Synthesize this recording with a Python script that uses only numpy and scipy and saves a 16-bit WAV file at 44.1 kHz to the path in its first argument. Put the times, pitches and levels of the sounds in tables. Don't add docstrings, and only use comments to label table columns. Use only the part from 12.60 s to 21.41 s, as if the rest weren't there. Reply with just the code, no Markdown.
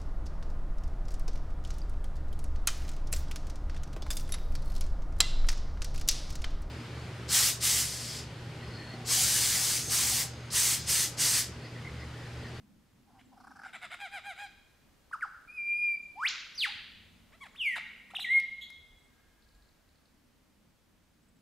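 import sys
import numpy as np
from scipy import signal
from scipy.fft import rfft, irfft, next_fast_len
from scipy.io import wavfile
from scipy.ndimage import uniform_filter1d

SR = 44100
rng = np.random.default_rng(int(sys.argv[2]) if len(sys.argv) > 2 else 0)


def log_audio(samples):
    frames = np.atleast_2d(samples).T
    limited = np.clip(frames, -1, 1)
    pcm = np.round(limited * 32767).astype(np.int16)
    wavfile.write(sys.argv[1], SR, pcm)


N = 388521
EDGE_HZ = 15700


def amp(db):
    return 10 ** (np.asarray(db) / 20)


def unit(x):
    return x / np.sqrt(np.mean(x ** 2) + 1e-20)


def read(points, hz):
    f, value = np.transpose(points)
    return np.interp(np.log(hz + 1), np.log(f + 1), value)


def add(mix, s, sound):
    part = mix[max(round(s * SR), 0):][:len(sound)]
    part += sound[:len(part)]


def noise(colour, size):
    padded = next_fast_len(size, True)
    gain = amp(read(colour, np.fft.rfftfreq(padded, 1 / SR)))
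    return unit(irfft(rfft(rng.standard_normal(padded)) * gain, padded)[:size])


def wobble(rate_hz, size):
    steps = next_fast_len(size // 16 + 256, True)
    hz = np.fft.rfftfreq(steps, 16 / SR)
    motion = unit(irfft(rfft(rng.standard_normal(steps)) / (1 + (hz / rate_hz) ** 4), steps))
    return np.interp(np.arange(size) / 16, np.arange(steps), motion)


def follow(path):
    s, *columns = np.transpose(path)
    s = np.sort(s)
    t = np.arange(s[0], s[-1] + .002, 1 / SR)
    return [uniform_filter1d(np.interp(t, s, c), size=90) for c in columns]


def progress(length):
    return np.linspace(0, 1, int(length * SR))


def edges(u, attack, release):
    return np.maximum(1 - u / attack, 0) + np.maximum(1 - (1 - u) / release, 0)


# middle t/s, length/s, centre f/Hz, level/dB
AIR_SWELLS = [(.05, .5, 215, -61), (0.396, 1.0, 112, -73), (.8, 1.05, 256, -64), (3.494, 0.83, 278, -71.5),
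              (4.4, 1.3, 89, -68), (4.5, 1.4, 226.3, -67), (5.6, 1.6, 226, -69), (6.301, 1.4, 70, -74),
              (7.7, .5, 255, -72), (8.75, .6, 210, -70)]


def swells(skirt_db=-17):
    out = np.zeros(N)
    for s, length, hz, db in AIR_SWELLS:
        band = [(hz / 4, 3 * skirt_db), (hz / 2, skirt_db), (hz, 0),
                (hz * 2, 2 * skirt_db), (hz * 4, 4 * skirt_db)]
        u = np.clip((np.arange(N) / SR - s) / length, -.5, .5)
        out += amp(db) * np.cos(np.pi * u) * noise(band, N)
    return out


# f/Hz, relative level/dB
HUSH_SPECTRUM = [(12, -33.5), (20, -3.5), (74, -8), (171, -18.5), (252, -13), (289, -17), (491, -18),
                 (581, -19), (767, -21), (2150, -24.5), (2330, -25.5), (4680, -28.5), (15500, -38)]
MURMUR_SPECTRUM = [(60, -35.5), (130, -5.5), (200, -1.5), (260, -4), (315, -6), (400, -18), (900, -50)]
RUMBLE_SPECTRUM = [(20, -10.5), (45, -8.5), (75, 4), (110, 0), (200, -19.5), (500, -55.5)]
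# f/Hz, correlation/0-1
AIR_CORRELATION = [(30, 0.39), (70, 1), (180, 1), (260, 0.21), (500, .55), (1500, .6), (5000, 0.42),
                   (12000, 1)]


def air(hush_db=-72.5, rise_db=7.5, peak_s=4.14, width_s=4.5, murmur_db=-75, waver_db=2.46,
        rumble_db=-79):
    rise = rise_db * np.exp(-((np.arange(N) / SR - peak_s) / width_s) ** 2)
    layers = [(hush_db + rise, HUSH_SPECTRUM),
              (murmur_db + waver_db * wobble(6.6, N), MURMUR_SPECTRUM),
              (rumble_db, RUMBLE_SPECTRUM)]
    a, b = (swells() + sum(amp(db) * noise(colour, N) for db, colour in layers) for _ in range(2))
    likeness = read(AIR_CORRELATION, np.fft.rfftfreq(N, 1 / SR))
    mid = irfft(rfft(a) * np.sqrt((1 + likeness) / 2), N)
    side = irfft(rfft(b) * np.sqrt((1 - likeness) / 2), N)
    return np.array([mid + side, mid - side])


def syrinx(hz, rough, strength, jitter=.09, shimmer=.81, flutter_hz=380, patchy_db=4, patchy_hz=45):
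    size = len(hz)
    pitch = hz * (1 + jitter * rough * wobble(flutter_hz, size))
    phase = 2 * np.pi * np.cumsum(pitch) / SR
    k = np.arange(1, min(EDGE_HZ / hz.min(), 20))[:, None]
    drift = np.array([wobble(patchy_hz, size) for _ in k])
    fading = amp(patchy_db * np.minimum((k - 1) / 6, 1) * drift)
    weights = fading * strength(k, k * hz) * (k * hz < EDGE_HZ)
    partials = weights * np.cos(k * phase + 2 * np.pi * rng.random(k.shape))
    shake = (wobble(flutter_hz, size) + 2.1 * np.array([wobble(flutter_hz, size) for _ in k])) / 2
    force = 1 + shimmer * rough * shake
    return np.sqrt(2) * (partials * force).sum(0) * signal.windows.tukey(size, min(180 / size, 1))


def throat(x, colour):
    size = next_fast_len(len(x) + 2048, True)
    voice = irfft(rfft(x, size) * colour(np.fft.rfftfreq(size, 1 / SR)), size)[:len(x)]
    return voice / np.sqrt(abs(uniform_filter1d(voice ** 2, size=800)) + 1e-12)


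# middle t/s, level/dB, length/s
GRUNT_PULSES = [(0.497, -67, 0.089), (0.57, -62.5, 0.12), (0.734, -59.5, 0.045), (0.777, -56.5, 0.034),
                (0.81, -54, .028), (.847, -53.5, 0.03), (0.877, -50.5, .025), (.916, -51, 0.03),
                (.968, -52, 0.038), (.999, -49, .028), (1.021, -51, 0.023), (1.039, -45, 0.016),
                (1.054, -45.5, .022), (1.065, -43.5, 0.021)]
# t/s, f/Hz
BILL_RESONANCE = [(.74, 950), (.88, 1220), (1.05, 1440)]
# f/Hz, width/Hz, gain/dB
UPPER_RESONANCES = [(5100, 1100, -28.5), (7600, 480, -34), (9700, 940, -34.5)]


def grunts(start_hz=900, end_hz=660, rough=.64, width_hz=310, body_db=-14):
    out = np.zeros(N)
    for s, db, length in GRUNT_PULSES:
        hz = np.geomspace(start_hz, end_hz, int(length * SR))
        bill_hz = np.interp(s, *np.transpose(BILL_RESONANCE))
        peaks = [(bill_hz, width_hz, 0), (850, 200, body_db)] + list(UPPER_RESONANCES)
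        buzz = syrinx(hz, rough, lambda k, f: 1)
        voice = throat(buzz, lambda f: sum(amp(gain) / (1 + ((f - centre) / width) ** 2) ** 1.42
                                           for centre, width, gain in peaks))
        add(out, s - length / 2, amp(db) * voice * signal.windows.tukey(len(hz), .9))
    return out


# t/s, length/s, top f/Hz, place of top/0-1, level/dB, edge and middle roughness/0-1
CACKLE_NOTES = [ (.582, 0.042, 987, 0.35, -64, 0.9, 1), (1.024, .09, 750, .4, -55.5, 0.7, .5),
                (1.128, 0.047, 767, 0.34, -44, 0.77, 0.5), (1.214, 0.056, 731, 0.36, -43, .6, 0.52),
                (1.303, 0.057, 731, .6, -43, 0.5, 0.9), (1.389, 0.094, 813, 0.37, -42, 0.54, .04),
                (1.515, 0.086, 813, 0.29, -41.5, 0.26, 0.22), (1.638, 0.099, 815, .33, -42, 0.43, 0.02),
                (1.761, .114, 826.6, .53, -43.5, 0.4, 0.08), (4.716, .05, 685, .9, -60.5, 0, 0.1),
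                (4.805, .046, 1130, 0.32, -47, .1, 0.1), (4.848, 0.028, 902, 0.07, -52, 0.2, 0.2),
                (5.156, .033, 1020, .05, -38, 0.7, 0.57), (5.499, .024, 1395, .95, -53.5, 0.26, .1), ]
# f/Hz, gain/dB
OPEN_THROAT = [(500, -0.5), (780, 4), (1130, -1), (1520, 2), (2250, 3.5), (2900, -7), (3900, -7.5),
               (4400, -23), (4900, -17), (5600, -31), (6300, -25), (6950, -27.5), (7500, -15), (8400, -27),
               (9000, -17.5), (9600, -30.5), (10300, -21), (11000, -28.5), (14500, -37)]


def cackles(arch=.68, rasp=.4, rasp_hz=210, hoarse_fundamental_db=-11, fade_db=-13, clearing=.25,
            last_hoarse=.13):
    out = np.zeros(N)
    for s, length, top_hz, top, db, edge_rough, middle_rough in CACKLE_NOTES:
        u = progress(length)
        hz = top_hz * np.exp(-arch * (u - top) ** 2)
        hoarse = np.clip(.45 + (top - u) / clearing, 0, 1) + np.maximum(1 - (1 - u) / last_hoarse, 0)
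        rough = middle_rough + (edge_rough - middle_rough) * np.minimum(hoarse, 1)
        flutter = np.sin(2 * np.pi * np.cumsum(rasp_hz * (1 + .33 * wobble(60, len(hz)))) / SR)
        buzz = syrinx(hz, rough, lambda k, f: amp(hoarse_fundamental_db * rough * (k == 1)),
                      jitter=.095, patchy_db=3)
        buzz *= 1 + rasp * np.sqrt(abs(rough)) * flutter
        voice = throat(buzz, lambda f: amp(read(OPEN_THROAT, f)) / (1 + (520 / (f + 1)) ** 8))
        add(out, s, amp(db + fade_db * edges(u, attack=.3, release=.25)) * voice)
    return out


# f/Hz, gain/dB
OVERTONE_COLOUR = [(1500, -5.5), (3000, -1), (4300, -12.5), (4830, 1), (5600, -8.5), (6450, -9.5),
                   (7300, -6.5), (8200, -2), (9600, -5), (10800, 0), (12000, -8.5), (14400, -12),
                   (15500, -14)]


def pure(hz, db, overtone_db, rough, growth=.98, knee=5, roll_off_db=4, held_odd_db=-13, held_range=.062):
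    base_db = overtone_db + growth * (db - db.max())
    odd_db = held_odd_db * np.exp(-(np.log(hz).std() / held_range) ** 2)

    def strength(k, f):
        upper_db = base_db + read(OVERTONE_COLOUR, f) + odd_db * (k % 2)
        upper_db -= roll_off_db * np.maximum(k - knee, 0)
        return amp(np.where(k == 1, db, upper_db))
    return syrinx(hz, rough, strength)


# t/s, length/s, first, middle and last f/Hz, level/dB, overtones/dB, roughness/0-1
SLUR_NOTES = [ (.587, .028, 2765, 3010, 2850, -64.5, -76, 0.74),
              (2.511, 0.01, 820, 1195, 1550, -47, -70.5, 0.18),
              (2.607, 0.0076, 1770, 2230, 2440, -45.5, -68.5, .1),
              (2.645, 0.021, 1044, 820, 746, -50.5, -67.5, 0),
              (2.878, 0.055, 2360, 2430, 2510, -48, -76, 0),
              (2.925, 0.064, 2510, 2505, 2450, -49.5, -70, 0),
              (3.69, 0.0095, 7110, 7200, 6500, -50.5, -65, 0),
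              (3.945, 0.026, 4300, 6000, 5400, -50.5, -65, 0.12),
              (4.069, 0.039, 900, 816, 1060, -48, -73, 0.07),
              (4.946, .034, 900, 2800, 3650, -52.5, -72.5, 0.1),
              (5.152, 0.016, 1878, 1556, 1071, -39.5, -58, .25),
              (5.642, 0.018, 2520, 2070, 1960, -30.5, -62.5, 0.07),
              (5.659, 0.043, 1910, 1910, 1950, -35.5, -69.5, 0.03),
              (6.009, 0.0452, 3194, 3370, 3280, -44.5, -58.5, 0.33),
              (6.01, 0.044, 3720, 3860, 3520, -50, -69, 0.53), ]


def slurs(fade_db=-10):
    out = np.zeros(N)
    for s, length, first_hz, middle_hz, last_hz, db, overtone_db, rough in SLUR_NOTES:
        u = progress(length)
        bend = np.polyfit([0, .5, 1], np.log([first_hz, middle_hz, last_hz]), 2)
        hz = np.exp(np.polyval(bend, u))
        add(out, s, pure(hz, db + fade_db * edges(u, attack=.44, release=.59), overtone_db, rough))
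    return out


# t/s, f/Hz, level/dB
FAR_CHIRPS = [(.645, 7840, -75), (3.421, 7300, -71.5), (4.91, 7400, -73), (6.38, 8400, -75),
              (6.43, 8400, -75), (6.94, 7700, -79), (7.06, 7600, -82), (8.62, 8300, -81),
              (8.675, 8400, -78), (8.75, 8200, -79)]
# t/s, relative level/dB
FAR_TICKS = [(6.8197, -55.5), (6.886, -58), (6.9199, -62), (6.9459, -61), (7.0197, -57), (7.0531, -64),
             (7.0868, -58), (7.2866, -60), (7.3535, -60), (7.4532, -58)]


def small_birds(fall=.88, chirp_s=.03, tick_db=-10, tick_hz=4300, tick_spread=1.38, tick_s=.0095):
    def sweep(first_hz, last_hz, length):
        hz = np.geomspace(first_hz, last_hz, int(length * SR))
        return np.sqrt(2) * np.sin(2 * np.pi * np.cumsum(hz) / SR) * np.hanning(len(hz))
    out = np.zeros(N)
    for s, hz, db in FAR_CHIRPS:
        add(out, s, amp(db) * sweep(hz * 1.03, hz * fall, chirp_s))
    for s, db in FAR_TICKS:
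        add(out, s, amp(db + tick_db) * sweep(tick_hz * tick_spread, tick_hz / tick_spread, tick_s))
    return out


# t/s, length/s, middle f/Hz, level/dB
YELP_NOTES = [(2.524, .038, 1306, -33.5), (2.616, .041, 1390, -30)]


def yelps(fall_octaves=.4, end_fall_octaves=.36, fade_db=-23):
    out = np.zeros(N)
    for s, length, middle_hz, db in YELP_NOTES:
        u = progress(length)
        hz = middle_hz * 2 ** (fall_octaves * (1 - 2 * u) + end_fall_octaves * (1 - 2 * u) ** 3)
        level = db + fade_db * edges(u, attack=.28, release=.47)
        add(out, s, pure(hz, level, overtone_db=-62, rough=.032))
    return out


# t/s, f/Hz, level/dB
LONG_WHISTLE_PATH = [(2.965, 2530, -52), (2.983, 2394, -36.5), (3.033, 2374, -37.5), (3.127, 2395, -31),
                     (3.189, 2423, -35), (3.243, 2414, -29.5), (3.351, 2353, -30.5), (3.36, 2320, -42)]
LAST_WHISTLE_PATH = [(5.688, 1934, -38), (5.708, 2080, -27), (5.742, 2155, -23.5), (5.774, 2141, -20.5),
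                     (5.788, 2128, -22), (5.8, 2176, -32)]


def whistles(long_overtone_db=-63.5, last_overtone_db=-57.5):
    out = np.zeros(N)
    for path, overtone_db in (LONG_WHISTLE_PATH, long_overtone_db), (LAST_WHISTLE_PATH, last_overtone_db):
        add(out, path[0][0], pure(*follow(path), overtone_db, rough=.009))
    return out


# t/s, level/dB
RISING_WHIP = [(3.555, -61), (3.578, -45.5), (3.62, -36.5), (3.637, -29.5), (3.644, -35), (3.656, -24.5),
               (3.672, -30.5), (3.68, -32.5), (3.691, -38)]
FALLING_WHIP = [(3.975, -50), (3.982, -37), (3.993, -36.5), (4.012, -32), (4.028, -29), (4.038, -29),
                (4.047, -28.5), (4.06, -36), (4.071, -48.5)]


def whip(path, first_hz, last_hz, bend, overtone_db, rough):
    out, (db,) = np.zeros(N), follow(path)
    start, end = path[0][0], path[-1][0]
    u = np.minimum(np.arange(len(db)) / SR / (end - start), 1)
    hz = first_hz * (1 + u * ((last_hz / first_hz) ** bend - 1)) ** (1 / bend)
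    add(out, start, pure(hz, db, overtone_db, rough))
    return out


# t/s, level/dB
SWOOP_LEVEL = [(4.977, -57), (4.99, -46), (5.015, -30.5), (5.04, -37.5), (5.06, -29.5), (5.08, -26.5),
               (5.1, -35), (5.15, -38), (5.156, -44.5)]


def swoop(top_hz=3720, rest_hz=1695, settle_s=.07):
    out, (db,) = np.zeros(N), follow(SWOOP_LEVEL)
    hz = rest_hz + (top_hz - rest_hz) * np.exp(-np.arange(len(db)) / SR / settle_s)
    add(out, SWOOP_LEVEL[0][0], pure(hz, db, overtone_db=-57, rough=.01))
    return out


# t/s at the top, fall/s, top f/Hz, last f/Hz, level/dB late in the fall
CHIP_NOTES = [(5.555, .018, 3840, 2450, -30), (5.605, .036, 4090, 2915, -43)]


def chips(croak_hz=760, croak_s=.0085, leap_s=.011, croak_db=-48, top_db=-40, last_db=-50):
    out = np.zeros(N)
    for s, fall, top_hz, last_hz, db in CHIP_NOTES:
        t = np.arange(-croak_s - leap_s, fall, 1 / SR)
        hz = np.interp(t, [-leap_s, 0, fall], [croak_hz, top_hz, last_hz])
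        level = np.interp(t, [-leap_s, 0, .81 * fall, fall], [croak_db, top_db, db, last_db])
        add(out, s + t[0], pure(hz, level, overtone_db=-54, rough=.1))
    return out


# t/s, level/dB
BILL_SNAPS = [(5.799, -38.5), (6.101, -47)]
# f/Hz, relative level/dB
SNAP_SPECTRUM = [(500, -7.5), (3000, 5.5), (5300, 3.5), (7000, -7), (10500, -1), (15000, -12)]


def snaps(decay_s=.0033):
    out, t = np.zeros(N), np.arange(1024) / SR
    envelope = t / decay_s * np.exp(1 - 2 * t / decay_s)
    for s, db in BILL_SNAPS:
        add(out, s, amp(db) * noise(SNAP_SPECTRUM, len(t)) * envelope)
    return out


# t/s, level/dB, f/Hz
LOW_BUMPS = [(6.3, -59, 35.2), (6.84, -68, 54), (6.945, -57, 45), (7.0, -59, 55)]


def bumps(decay_s=.017):
    out, t = np.zeros(N), np.arange(SR // 4) / SR
    envelope = t / decay_s * np.exp(1 - t / decay_s)
    for s, db, hz in LOW_BUMPS:
        add(out, s, amp(db) * np.sin(2 * np.pi * hz * t) * envelope)
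    return out


# t/s, f/Hz, relative level/dB
FAR_RATTLE = [(6.45, 1597, -76.5), (6.8, 1641, -81.5), (7.1, 1608, -82.5), (7.45, 1590, -95),
              (7.6, 1560, -101)]


def far_call(rough=.442):
    out = np.zeros(N)
    hz, db = follow(FAR_RATTLE)
    add(out, FAR_RATTLE[0][0], amp(db) * syrinx(hz, rough, lambda k, f: k == 1))
    return out


# f/Hz, time to fall by 60 dB/s
ECHO_T60 = [(500, .7), (1400, 0.95), (2200, 1.05), (4000, 0.98), (6000, .7), (9000, .55), (15000, .35)]
# f/Hz, gain/dB
ECHO_COLOUR = [(500, -17.5), (900, -7.5), (1500, -5.5), (2300, -6.5), (4000, 0.5), (6000, 1.5), (9000, -9),
               (15000, -10)]
# delay/s, gain/dB
TRUNK_ECHOES = [(.0016, -31.5), (.0125, -25.5), (.021, -31.5)]


def gully(x, build_up_s=.009, early_db=5, early_s=.035, far_db=-36, far_t60=3, side_db=-10):
    size = 2 * SR
    taps = rng.standard_normal((2, size)) * (rng.random((2, size)) < .15)
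    hz, t, spectra = signal.stft(taps, SR, nperseg=256)
    near = amp(-60 * t / read(ECHO_T60, hz)[:, None]) * amp(early_db * np.exp(-t / early_s))
    far = amp(far_db - 60 * t / far_t60 - hz[:, None] / 600)
    decay = near + far
    band_energy = (decay ** 2).sum(1, keepdims=True) * 128
    decay *= amp(read(ECHO_COLOUR, hz))[:, None] / np.sqrt(band_energy)
    tail = signal.istft(spectra * decay, SR, nperseg=256)[1][:, :size] / taps.std()
    tail *= 1 - np.exp(-(np.arange(size) / SR / build_up_s) ** 2)
    mid, side = signal.fftconvolve(x[None], tail, axes=1)[:, :N]
    for delay, db in TRUNK_ECHOES:
        add(mid, delay, amp(db) * x)
    return np.array([mid + amp(side_db) * side, mid - amp(side_db) * side])


def scene(far_send_db=9):
    whips = (whip(RISING_WHIP, first_hz=699, last_hz=7300, bend=-.97, overtone_db=-52, rough=.02)
             + whip(FALLING_WHIP, first_hz=5140, last_hz=960, bend=1.05, overtone_db=-49, rough=.03))
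    calls = [(grunts() + cackles(), -2), (yelps(), -2), (whistles(), -3), (whips, .1),
             (swoop(), 1.1), (chips() + slurs(), 1), (snaps(), -5), (small_birds(), -2)]
    direct = sum(call for call, _ in calls)
    scattered = sum(amp(send_db) * call for call, send_db in calls) + amp(far_send_db) * far_call()
    return direct + gully(scattered) + bumps() + air()


def record(dry):
    low_pass = signal.firwin(511, EDGE_HZ, window=("kaiser", 9), fs=SR)
    return signal.oaconvolve(dry, low_pass[None], "same")


dry = scene()
out = record(dry)
log_audio(out)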